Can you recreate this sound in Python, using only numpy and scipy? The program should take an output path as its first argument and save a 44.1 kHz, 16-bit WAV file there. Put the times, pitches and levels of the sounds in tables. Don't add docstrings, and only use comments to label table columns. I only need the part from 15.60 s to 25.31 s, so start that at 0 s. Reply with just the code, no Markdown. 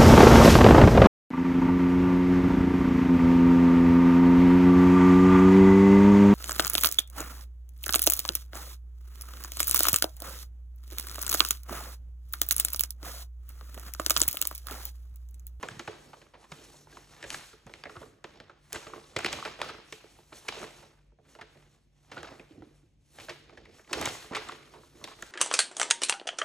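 import sys
import numpy as np
from scipy import signal
from scipy.fft import rfft, irfft, next_fast_len
from scipy.io import wavfile
from scipy.ndimage import uniform_filter1d, map_coordinates

SR = 44100
rng = np.random.default_rng(int(sys.argv[2]) if len(sys.argv) > 2 else 0)


def pcm_store(signal):
    levels = np.round(np.clip(np.atleast_2d(signal), -1, 1) * 32767)
    wavfile.write(sys.argv[1], SR, levels.astype(np.int16).T)


N = 428211


def amp(db):
    return 10 ** (np.asarray(db) / 20)


def unit_rms(x):
    return x / np.sqrt(np.mean(x ** 2, axis=-1, keepdims=True) + 1e-20)


def unit_peak(x):
    return x / (np.abs(x).max() + 1e-12)


def decay(t, t60):
    return amp(-60 * t / t60)


def attack(t, rise_s):
    return (1 - np.exp(-t / rise_s)) ** 2


def along(points, hz):
    knots_hz, values = np.transpose(points)
    return np.interp(np.log(hz + 1), np.log(knots_hz + 1), values)


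def filtered(x, response):
    n = x.shape[-1]
    padded = next_fast_len(n + 4096)
    return irfft(rfft(x, padded) * response(np.fft.rfftfreq(padded, 1 / SR)), padded)[..., :n]


def eq(points):
    return lambda hz: amp(along(points, hz))


def resonance(hz, centre_hz, width_hz):
    return 1j * hz * width_hz / (centre_hz ** 2 - hz ** 2 + 1j * hz * width_hz)


def lowpass(hz, corner_hz):
    return 1 / (1 + 1j * hz / corner_hz)


def wobble(rate):
    return map_coordinates(rng.standard_normal(int(N * rate / SR) + 4), [np.arange(N) * rate / SR])


def patchy_noise(depth_db):
    spectrum = signal.stft(rng.standard_normal(N), nperseg=512)[2]
    patches = uniform_filter1d(rng.standard_normal(spectrum.shape), size=20, axis=0)
    patches = uniform_filter1d(patches, size=12, axis=1)
    return signal.istft(spectrum * amp(depth_db * patches / patches.std()), nperseg=512)[1][:N]


# (frequency [Hz], gain [dB])
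AIR_EQ = [(15, -28), (33, -4.5), (48, 13.5), (146, 6.5), (252, 2), (445, -7.5), (750, -16), (1200, -24),
          (2460, -17.5), (5130, -27.5), (6380, -23.5), (11600, -48.5), (13300, -54), (16500, -48.5)]
# (pitch [Hz], resonance width [Hz], level [dB])
HUM_BANDS = [(47.7, 8.3, -67), (101, 17, -74), (145.76, 5.2, -67)]


def room_tone():
    air = amp(-67) * unit_rms(filtered(rng.standard_normal((2, N)), eq(AIR_EQ)))
    for pitch_hz, width_hz, db in HUM_BANDS:
        hum = filtered(rng.standard_normal((2, N)), lambda hz: resonance(hz, pitch_hz, width_hz) ** 2)
        air += amp(db) * unit_rms(hum)
    return air


# (time [s], hold [s], crackle level [dB], flap level [dB], hiss level [dB])
GLOVE_SLIDES = [(0.0, 0.031, -55, -52, -64), (0.023, 0.43, -84, -65, -61), (0.5, 0.085, -68, -67, -63),
                (0.814, 0.016, -61, -64, -64), (0.93, 0.086, -60, -54, -57.5),
                (1.05, 0.13, -66.5, -60.5, -56), (1.311, 0.1, -58, -57.5, -59),
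                (1.51, 0.1, -58, -66, -60.5), (1.62, 0.09, -53, -57, -68), (1.731, 0.013, -68, -56, -44),
                (2.114, 0.098, -70, -61, -64.5), (2.312, 0.11, -78, -58, -60.5),
                (2.76, 0.033, -61, -57.5, -74), (3.047, 0.07, -72, -76, -66.5),
                (3.147, 0.11, -53, -60, -59.5), (3.338, 0.31, -66, -62.5, -61.5),
                (3.6, 0.023, -44, -72, -61), (3.68, .04, -40.5, -44, -60), (3.753, 0.035, -45, -55, -67.5),
                (3.847, 0.019, -45.5, -63, -57.5), (4.01, 0.033, -55, -50, -53.5),
                (4.277, 0.32, -66, -72, -62.5), (4.752, 0.027, -58, -60, -51),
                (4.902, 0.12, -48.5, -56, -53), (5.164, 0.066, -60.5, -75, -62.5),
                (5.693, 0.048, -63.5, -63, -64.5), (5.921, 0.22, -70.5, -68, -70),
                (6.377, 0.17, -74, -73.5, -73), (6.545, 0.097, -49.5, -55, -64),
                (6.7, 0.051, -61, -60, -65.5), (6.909, 0.17, -67.5, -61, -74.5),
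                (7.15, 0.029, -77.5, -76, -70.5), (7.41, .02, -89.5, -81, -80), (7.48, .03, -89, -85, -76),
                (7.544, 0.033, -82, -71, -57.5), (7.59, 0.086, -56.5, -59, -56.5),
                (7.9, 0.19, -63.5, -60.5, -77), (8.147, 0.02, -61, -61, -61),
                (8.35, 0.047, -41.5, -39.5, -49), (8.416, 0.026, -38.5, -45, -66),
                (8.478, 0.018, -49, -52, -42), (8.764, 0.16, -53, -57.5, -58.5),
                (9.076, 0.2, -66.5, -60, -64), (9.364, 0.16, -60.5, -57, -60),
                (9.613, .1, -61, -64.5, -57.5)]


def glove_slides():
    rise_db_per_s, fall_db_per_s = 248.5, 96.5
    t = np.arange(0, N, 64) / SR
    start, hold, *levels_db = np.transpose(GLOVE_SLIDES)[:, :, None]
    fade_in_db = np.minimum(rise_db_per_s * (t - start), 0)
    fade_out_db = np.minimum(fall_db_per_s * (start + hold - t), 0)
    powers = [amp(2 * (db + fade_in_db + fade_out_db)).sum(axis=0) for db in levels_db]
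    return [np.interp(np.arange(N) / SR, t, power) for power in powers]


# (frequency [Hz], gain [dB])
CRACKLE_EQ = [(290, -34), (500, 0), (850, 8), (914, 4), (1130, 5.5), (1590, 1.5), (1800, 3), (6000, -7.5),
              (7800, -15.5), (13200, -120)]
# (frequency [Hz], gain [dB])
FLAP_EQ = [(35, -70), (60, -1), (110, -2), (174, -5), (347, 1.5), (391, -3), (427, -0.5), (800, -15),
           (1040, -41.5), (1760, -120)]
# (frequency [Hz], gain [dB])
HISS_EQ = [(2000, -11), (3500, -9), (4250, -7), (5100, -15), (5500, -6.5), (7200, -7.5), (9700, -14),
           (12200, -17), (16500, -24.5)]


def paper_rustle():
    clumps = wobble(30)
    buckles = amp(clumps + 3 * wobble(160) + 1.8 * wobble(700))
    crackle = filtered(buckles * patchy_noise(depth_db=2), eq(CRACKLE_EQ))
    flutter = amp(1.8 * clumps + 2.1 * wobble(18))
    flap = flutter * filtered(rng.standard_normal(N), eq(FLAP_EQ))
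    uneven_rub = amp(1.5 * wobble(22) + 1.2 * wobble(200))
    hiss = uneven_rub * filtered(patchy_noise(depth_db=1.5), eq(HISS_EQ))
    layers = zip([crackle, flap, hiss], glove_slides(), sheet_settling())
    return sum(np.sqrt(slide + settle) * unit_rms(layer) for layer, slide, settle in layers)


def crease_knock(volley, impulse, knock_hz, rasp_db):
    bend_s = 0.000993
    knock = lambda hz: resonance(hz, knock_hz, 0.39 * knock_hz) ** 2

    def rasp(hz):
        return amp(rasp_db) * (resonance(hz, 0.92 * knock_hz, 2.39 * knock_hz) * lowpass(hz, 6000)) ** 2

    def patch(hz):
        bend = np.exp(-4j * np.pi * bend_s * np.sqrt(1000 * hz))
        late = np.exp(-2j * np.pi * hz * 0.00193)
        hollow = 0.22 * resonance(hz, 0.535 * knock_hz, 0.21 * knock_hz) ** 2 * late
        ring = amp(-5.5) * resonance(hz, knock_hz, 0.06 * knock_hz) * lowpass(hz, knock_hz)
        return bend * (knock(hz) * lowpass(hz, 3 * knock_hz) + rasp(hz) + hollow + ring)

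    return filtered(volley, patch), filtered(impulse, lambda hz: knock(hz) + rasp(hz))


# (frequency [Hz], gain [dB])
CRACK_EQ = [(2500, -31), (4000, -22), (5200, -7), (6000, 14), (7800, 9.5), (9600, -3), (12000, -2),
            (14000, -0.5), (16500, 1)]


def crease_crack(volley, t, peak_hz, crack_db):
    def edge(hz):
        top_db = crack_db * (hz > 9800)
        return amp(along(CRACK_EQ, hz) + top_db) * (1 + resonance(hz, peak_hz, 3200))

    return filtered(volley * attack(t, 0.00043) * decay(t, t60=0.0069), edge)


# (pitch [Hz], width [Hz], gain [dB])
SHEET_MODES = [(348, 21, 2), (434.4, 21, 2), (585, 165, -3.5), (231, 57, -8), (117, 100, -10.5)]


def sheet_drum(hz):
    modes = sum((-1) ** k * amp(db) * resonance(hz, pitch_hz, width_hz)
                for k, (pitch_hz, width_hz, db) in enumerate(SHEET_MODES))
    return modes * lowpass(hz, 1500) ** 2


# (time [s], body level [dB], drum over body [dB], crack over body [dB],
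# rasp over knock [dB], knock pitch [Hz], volley t60 [s])
CREASE_SNAPS = [(0.028, -24.5, -8, -5.5, 0.5, 1100, 0.074), (0.086, -23.5, -16, -8, -13.5, 1660, 0.0098),
                (0.194, -25.5, -8, -4.5, 19, 1410, 0.028), (0.275, -25, -16, -24, 9, 1490, 0.027),
                (0.278, -26, -2, -34.5, 0.5, 760, 0.03), (0.531, -37, -7, -20, -12, 1050, 0.041),
                (0.568, -54.5, 4.5, -20, -8, 1000, 0.029), (0.615, -45.5, -5, -22, 3, 1620, 0.042),
                (0.665, -51, -3, -23, -3, 1310, 0.015), (0.736, -43, -5.5, -29, 2, 930, 0.17),
                (0.84, -46, -15, -25, -5, 1070, .04), (0.918, -30, -13, -4.5, 2, 1350, 0.032),
                (1.048, -55, -9, -25, -8, 1000, .03), (1.138, -51, 0, -30, -14.5, 950, 0.047),
                (1.27, -45.5, -7, -18.5, -15, 914, 0.013), (1.325, -45.5, -3, -22.5, -17, 1630, 0.029),
                (1.368, -36, -12, -27.5, -2, 950, 0.026), (1.535, -48.5, -14, -19, -3, 1600, 0.027),
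                (1.564, -43, -21, -13, 1.5, 1750, 0.034), (1.626, -29.5, -14.5, -7.5, 2, 1830, 0.038),
                (1.639, -29, -8, -12, -8, 1740, 0.051), (1.703, -19, -39, -7, 9, 4130, 0.0067),
                (1.743, -22, -51, -26, -3, 1510, 0.014), (1.931, -43.5, -3.5, -17, -13, 1230, 0.019),
                (2.066, -42, -6, -4, 16, 890, 0.072), (2.094, -45.5, -3, -27, 3, 1050, 0.03),
                (2.137, -29.5, -17.5, -35, -4, 2110, 0.0078), (2.237, -27, -16.5, -46, -6, 1670, 0.0097),
                (2.254, -31.5, -5.5, -26, -29, 1840, 0.02), (2.266, -39, 2, -25, -25, 1830, 0.031),
                (2.294, -34, -11, -25, -14, 1160, 0.029), (2.355, -39.5, -2, -30, -17, 1150, 0.051),
                (2.364, -33, -17, -32, -14, 1190, 0.033), (2.414, -43, 7, -30, -9, 1040, 0.028),
                (2.427, -40.5, -2, -30, -28, 1150, 0.037), (2.641, -27, -7.5, -9.5, 12, 1120, 0.039),
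                (2.8, -34.5, -7.5, -31, -4, 1660, 0.035), (2.895, -38, -11.5, -32, -17, 1300, 0.05),
                (3.123, -37, -11.5, -6.5, 7.5, 2000, 0.014), (3.129, -26, -8, 7, 16, 2460, 0.023),
                (3.144, -30.5, -8, -9, 3, 1150, 0.058), (3.149, -28.5, -21, -2.5, -1.5, 1990, 0.011),
                (3.157, -25.5, -16, -11, 12, 1280, 0.047), (3.267, -34.5, -2.5, -26.5, -3, 1280, 0.038),
                (3.296, -42, -6, -27, -10, 997, 0.033), (3.334, -30, -9, -27.5, -16.5, 1100, 0.038),
                (3.359, -42, 2.5, -29, -13.5, 1200, 0.04), (3.378, -44, 1, -30.5, -17, 1060, 0.017),
                (3.563, -18, -9, -12.5, 7, 2150, 0.034), (3.588, -23.5, -32.5, -1.5, 7, 1300, 0.023),
                (3.605, -32.5, -17, -22, 2, 2000, 0.025), (3.646, -13, -12.5, -11, 1, 2120, 0.0087),
                (3.660, -13.5, -21, -24.5, 2, 2280, 0.028), (3.687, -30.5, -12, -21.5, 3, 1700, 0.01),
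                (3.719, -38.5, -20, 1, 1, 1990, .01), (3.728, -20.5, -14, 3, 2, 2750, 0.027),
                (3.786, -29, -8, -27, -9.5, 1100, .015), (3.825, -25.5, -21, -18, -11, 1117, 0.013),
                (3.850, -23.5, -10.5, -32.5, 29, 1400, 0.096), (3.876, -28.5, -19, -33, -6, 1280, 0.011),
                (4, -32, -7, -24, -7, 1200, 0.057), (3.99, -39.5, -1, -32, -8, 1800, 0.019),
                (4.015, -15.5, -16.5, -24, 14, 1940, 0.019), (4.027, -32, -10, -25, -16, 1250, .03),
                (4.04, -35, -3, -23, -25, 1210, 0.01), (4.059, -36, -2, -20, -16, 1290, 0.021),
                (4.087, -29, -11, -18.5, 1, 1320, 0.11), (4.099, -37.5, -10, -29, -7, 2200, 0.015),
                (4.141, -42, 0.5, -13, -21, 1480, 0.037), (4.181, -44, 0, -33, -27, 1230, 0.025),
                (4.324, -27.5, -12.5, -4.5, 2, 2250, 0.032), (4.44, -47.5, 5.5, -21, -17, 1260, 0.0087),
                (4.587, -47.5, 0, -19.5, -10, 825, 0.033), (4.721, -43, -1, -28.5, -14, 930, 0.038),
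                (4.726, -36.5, -7, -26, 3, 1490, 0.034), (4.735, -52, -5, -14.5, 9, 2000, 0.034),
                (4.881, -28, -16.5, -8, 0, 1990, .02), (4.884, -18.5, -18, -23, 9, 2300, 0.031),
                (4.946, -38.5, -5.5, -20, -6, 1210, .015), (4.966, -38, 2, -29.5, -12, 795, 0.049),
                (4.978, -45.5, -1, -19, -1, 1000, .03), (5, -39, -5, -22, -6, 1800, 0.014),
                (5.015, -33, -2, -5.5, 6, 1430, 0.036), (5.028, -30.5, -3.5, -21, 5, 1210, 0.018),
                (5.040, -28, -12, -26, 6, 1380, 0.032), (5.226, -45.5, -2.5, -13, -3, 875, 0.11),
                (5.518, -68, 9.5, -10.5, -4, 933, 0.029), (5.587, -67, 15, -28, -12, 880, 0.03),
                (5.75, -40, -6.5, -30, -3, 1440, .038), (5.787, -39, -30, -25, -11, 805, 0.069),
                (5.811, -32, -11, -28, 1, 1490, 0.05), (5.954, -53, 3, -20.5, -10, 864, 0.066),
                (6.515, -30, -8, -20.5, 12, 1700, 0.087), (6.568, -30.5, -5, -31, -26, 1410, 0.042),
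                (6.577, -30.5, -8, -33, 4, 1460, 0.06), (6.630, -29.5, -7, -6, -7, 1460, 0.014),
                (6.644, -36, -12, -31, -24, 1330, 0.02), (6.663, -54, -16, -29.5, -10, 1600, 0.013),
                (6.714, -44.5, 3, -33, -12, 1090, .03), (6.787, -53, -4, -24.5, -2, 2480, 0.013),
                (6.795, -39, -0.5, -16, -20, 2200, 0.03), (6.908, -54, -7, -27, -6, 2500, .02),
                (7.021, -46, 4, -26, -2, 1480, 0.018), (7.585, -34, -10, -36, 14, 1320, 0.045),
                (7.598, -35, -21, -22, 5, 2340, 0.11), (7.684, -32.5, -5.5, -25, -2, 1520, 0.041),
                (7.693, -27, -10.5, -32, 19, 1880, 0.096), (7.894, -42.5, -8, -30, -3, 1270, 0.018),
                (7.925, -55, 6, -31, -4, 890, 0.036), (7.973, -39, -3.5, -28, -4, 1690, 0.049),
                (8.053, -41, -34, -25, -14, 1940, 0.034), (8.193, -47, 0, -30, -28, 1700, 0.033),
                (8.244, -52, -12, -30, -22, 2470, 0.018), (8.275, -48, -11, -30, -16, 2000, 0.018),
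                (8.312, -43, 10, -35, -14, 700, 0.0097), (8.327, -25, -18, -28, 8, 1450, 0.073),
                (8.330, -15.5, -21, -4.5, 8, 2720, 0.03), (8.339, -29, -14, -25, -2, 1500, .03),
                (8.361, -38.5, 3, -31, -4, 1400, 0.051), (8.413, -27.5, -4, 6.5, -8, 1250, 0.022),
                (8.424, -23.5, -22, -12.5, 3, 1810, 0.036), (8.456, -15.5, -26, 3, 6, 1920, 0.027),
                (8.473, -21.5, -7.5, -36, -2, 1380, 0.013), (8.487, -25.5, -19, -10, 10, 2500, 0.037),
                (8.502, -29, -11, -20, 3, 2200, .025), (8.643, -42.5, -2, -16, 1, 1150, 0.023),
                (8.709, -41, 7, -29, -4, 815, 0.065), (8.72, -32.5, -11, -29, -4, 1020, 0.058),
                (8.732, -30.5, -13, -23, 9, 1070, 0.095), (8.748, -20.5, -12.5, -32, 5, 2020, 0.13),
                (8.766, -21.5, -33, -6.5, -2, 1180, 0.044), (8.887, -27, -13.5, -8, -10, 1180, 0.04),
                (8.919, -32.5, -7, -23, 8, 1290, 0.04), (9.136, -40.5, -2.5, -23, 0, 1000, 0.17),
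                (9.233, -46.5, -4, -27, -20, 1080, 0.03), (9.412, -44.5, -5, -25, -26, 1080, 0.17),
                (9.440, -25.5, -11.5, -7, 3, 3520, 0.03), (9.474, -34, -18, -9, 1, 1110, 0.11),
                (9.513, -41.5, -14, -28, -5, 1090, 0.044), (9.624, -27, -11.5, -1.5, -9, 1440, 0.012)]


def crease_snaps():
    size = 3584
    t = np.arange(size) / SR
    impulse = decay(t, t60=1 / SR)
    smooth_crack = filtered(np.roll(impulse, 200), eq(CRACK_EQ))
    smooth_drum = filtered(impulse, sheet_drum)
    out = np.zeros((3, N + size))
    for time_s, db, drum_db, crack_db, rasp_db, knock_hz, t60 in CREASE_SNAPS:
        crack_hz = rng.normal(6500, 980)
        lean = -0.5 * np.tanh(rng.normal(0, 0.0288))
        grit, clumps, shake = rng.standard_normal((3, size))
        dying = decay(t, t60)
        pop = 1 + 2.5 * decay(t, t60=0.0025)
        volley = grit * amp(3.5 * unit_rms(uniform_filter1d(clumps, size=15))) * dying * pop
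        body, smooth_body = crease_knock(volley * attack(t, 0.00046), impulse, knock_hz, rasp_db)
        crack = crease_crack(volley, t, crack_hz, crack_db)
        drum = filtered(shake * (dying * attack(t, 0.00059)) ** 0.44, sheet_drum)
        parts = [unit_peak(body), amp(crack_db) * unit_peak(crack), amp(drum_db) * unit_peak(drum)]
        direct = sum(parts)
        smooth_parts = [smooth_body, smooth_crack, smooth_drum]
        send = sum(unit_rms(smooth) * np.std(part) for smooth, part in zip(smooth_parts, parts))
        out[:, round(time_s * SR):][:, :size] += amp(db) * np.array([direct, lean * direct, send])
    return out[:, :N]


def sheet_settling():
    time_s, db, drum_db, crack_db = np.transpose(CREASE_SNAPS)[:4]
    swell_s = 0.0041
    swell = np.exp(-1 / (swell_s * SR))

    def settle(level_db, t60):
        kicks = np.bincount(np.round(time_s * SR).astype(int), amp(2 * level_db), N)
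        retained = decay(1 / SR, t60) ** 2
        draining = signal.lfilter([1], [1, -retained], kicks)
        onset = signal.lfilter([1], [1, -retained * swell], kicks)
        return np.abs(draining - onset)

    crackle = settle(db - 27, t60=0.68)
    flap = settle(db + drum_db - 22, t60=0.9)
    hiss = settle(db + crack_db - 28.5, t60=0.68)
    return crackle, flap, hiss


# (time [s], level before the band-pass [dB], pitch [Hz])
HAND_PUSHES = [(0.028, -42, 370), (0.111, -38, 133), (0.140, -45, 201), (0.166, -38, 120),
               (0.919, -37.5, 154), (1.631, -48, 218), (1.658, -43, 75), (2.061, -40.5, 115),
               (2.365, -40, 78.5), (2.41, -40, 347), (3.141, -49, 312), (3.152, -39, 65), (3.159, -48, 109),
               (3.331, -35, 381), (3.561, -25, 369), (3.641, -42, 360), (3.98, -52, 363), (4.322, -40, 399),
               (5.009, -37, 354), (6.537, -51.5, 134), (6.603, -48, 80), (6.908, -39, 323),
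               (6.978, -36, 315), (7.021, -34.5, 301), (7.002, -41, 78.4), (7.07, -44, 300),
               (7.11, -49, 296), (7.23, -50, 316), (8.346, -41, 350), (8.399, -29, 298),
               (8.712, -33.5, 244), (9.352, -45, 336)]


def hand_pushes():
    t = np.arange(SR // 4) / SR
    envelope = decay(t, t60=0.1) * (1 - np.exp(-t / 0.00084))
    out = np.zeros(N + SR)
    for time_s, db, pitch_hz in HAND_PUSHES:
        drift = np.cumsum(rng.standard_normal(len(t))) * 0.068
        swing = np.sin(2 * np.pi * pitch_hz * t + drift) * envelope
        out[round(time_s * SR):][:len(t)] += amp(db) * unit_peak(swing)
    return filtered(out[:N], lambda hz: resonance(hz, 130, 330) ** 2)


# (frequency [Hz], t60 [s])
ROOM_DECAY = [(150, 1), (500, 0.9), (2500, 0.81), (8000, 0.75), (16000, 0.094)]


def room_tail():
    hz, t, spectrum = signal.stft(rng.standard_normal((2, SR // 2)), SR, nperseg=256)
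    tails = signal.istft(spectrum * decay(t, along(ROOM_DECAY, hz)[:, None]), SR, nperseg=256)[1]
    return tails / np.linalg.norm(tails[0])


# (frequency [Hz], gain [dB])
REVERB_EQ = [(150, -15), (1000, -13.5), (4000, -7.5), (12000, -16)]


def room_reverb(send):
    step, predelay_samples = SR // 4, 250
    out = np.zeros((2, N + 2 * SR))
    for start in range(0, N, step):
        answer = signal.fftconvolve(send[None, start:start + step], room_tail(), axes=1)
        out[:, start + predelay_samples:][:, :answer.shape[1]] += answer
    return filtered(out[:, :N], eq(REVERB_EQ))


# (frequency [Hz], gain [dB])
SIDE_EQ = [(60, -33), (140, -19.5), (330, -12), (770, -5), (1300, -10), (1900, -18), (2700, -7.5),
           (4800, -6), (5800, -5.5), (6800, -44), (8000, -3.5), (10500, -0.5), (12000, 8), (15700, 5.5),
           (16200, -6)]
# (frequency [Hz], phase [rad])
SIDE_PHASE = [(100, 3.4), (500, 2.48), (1500, 1.8), (4000, 1.47), (7000, 1.5), (12000, 1.6)]
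# (frequency [Hz], gain [dB])
MID_EQ = [(12200, -3), (13000, -23.5), (16500, -50.5)]
# (frequency [Hz], gain [dB])
MID_SNAP_EQ = [(12500, -1.5), (14000, -16), (16500, -19.5)]


def scene():
    snaps, lean, send = crease_snaps()
    handling = hand_pushes() + paper_rustle()
    room_mid, room_side = room_reverb(send) + room_tone()
    close_side = filtered(snaps + handling, lambda hz: np.exp(1j * along(SIDE_PHASE, hz)))
    side = filtered(amp(-2.5) * close_side + amp(3.0) * room_side, eq(SIDE_EQ)) + lean
    mid = filtered(handling + room_mid, eq(MID_EQ)) + filtered(snaps, eq(MID_SNAP_EQ))
    return np.array([mid + side, mid - side])


def record(dry):
    return filtered(dry, lambda hz: hz < 16650)


dry = scene()
out = record(dry)
pcm_store(out)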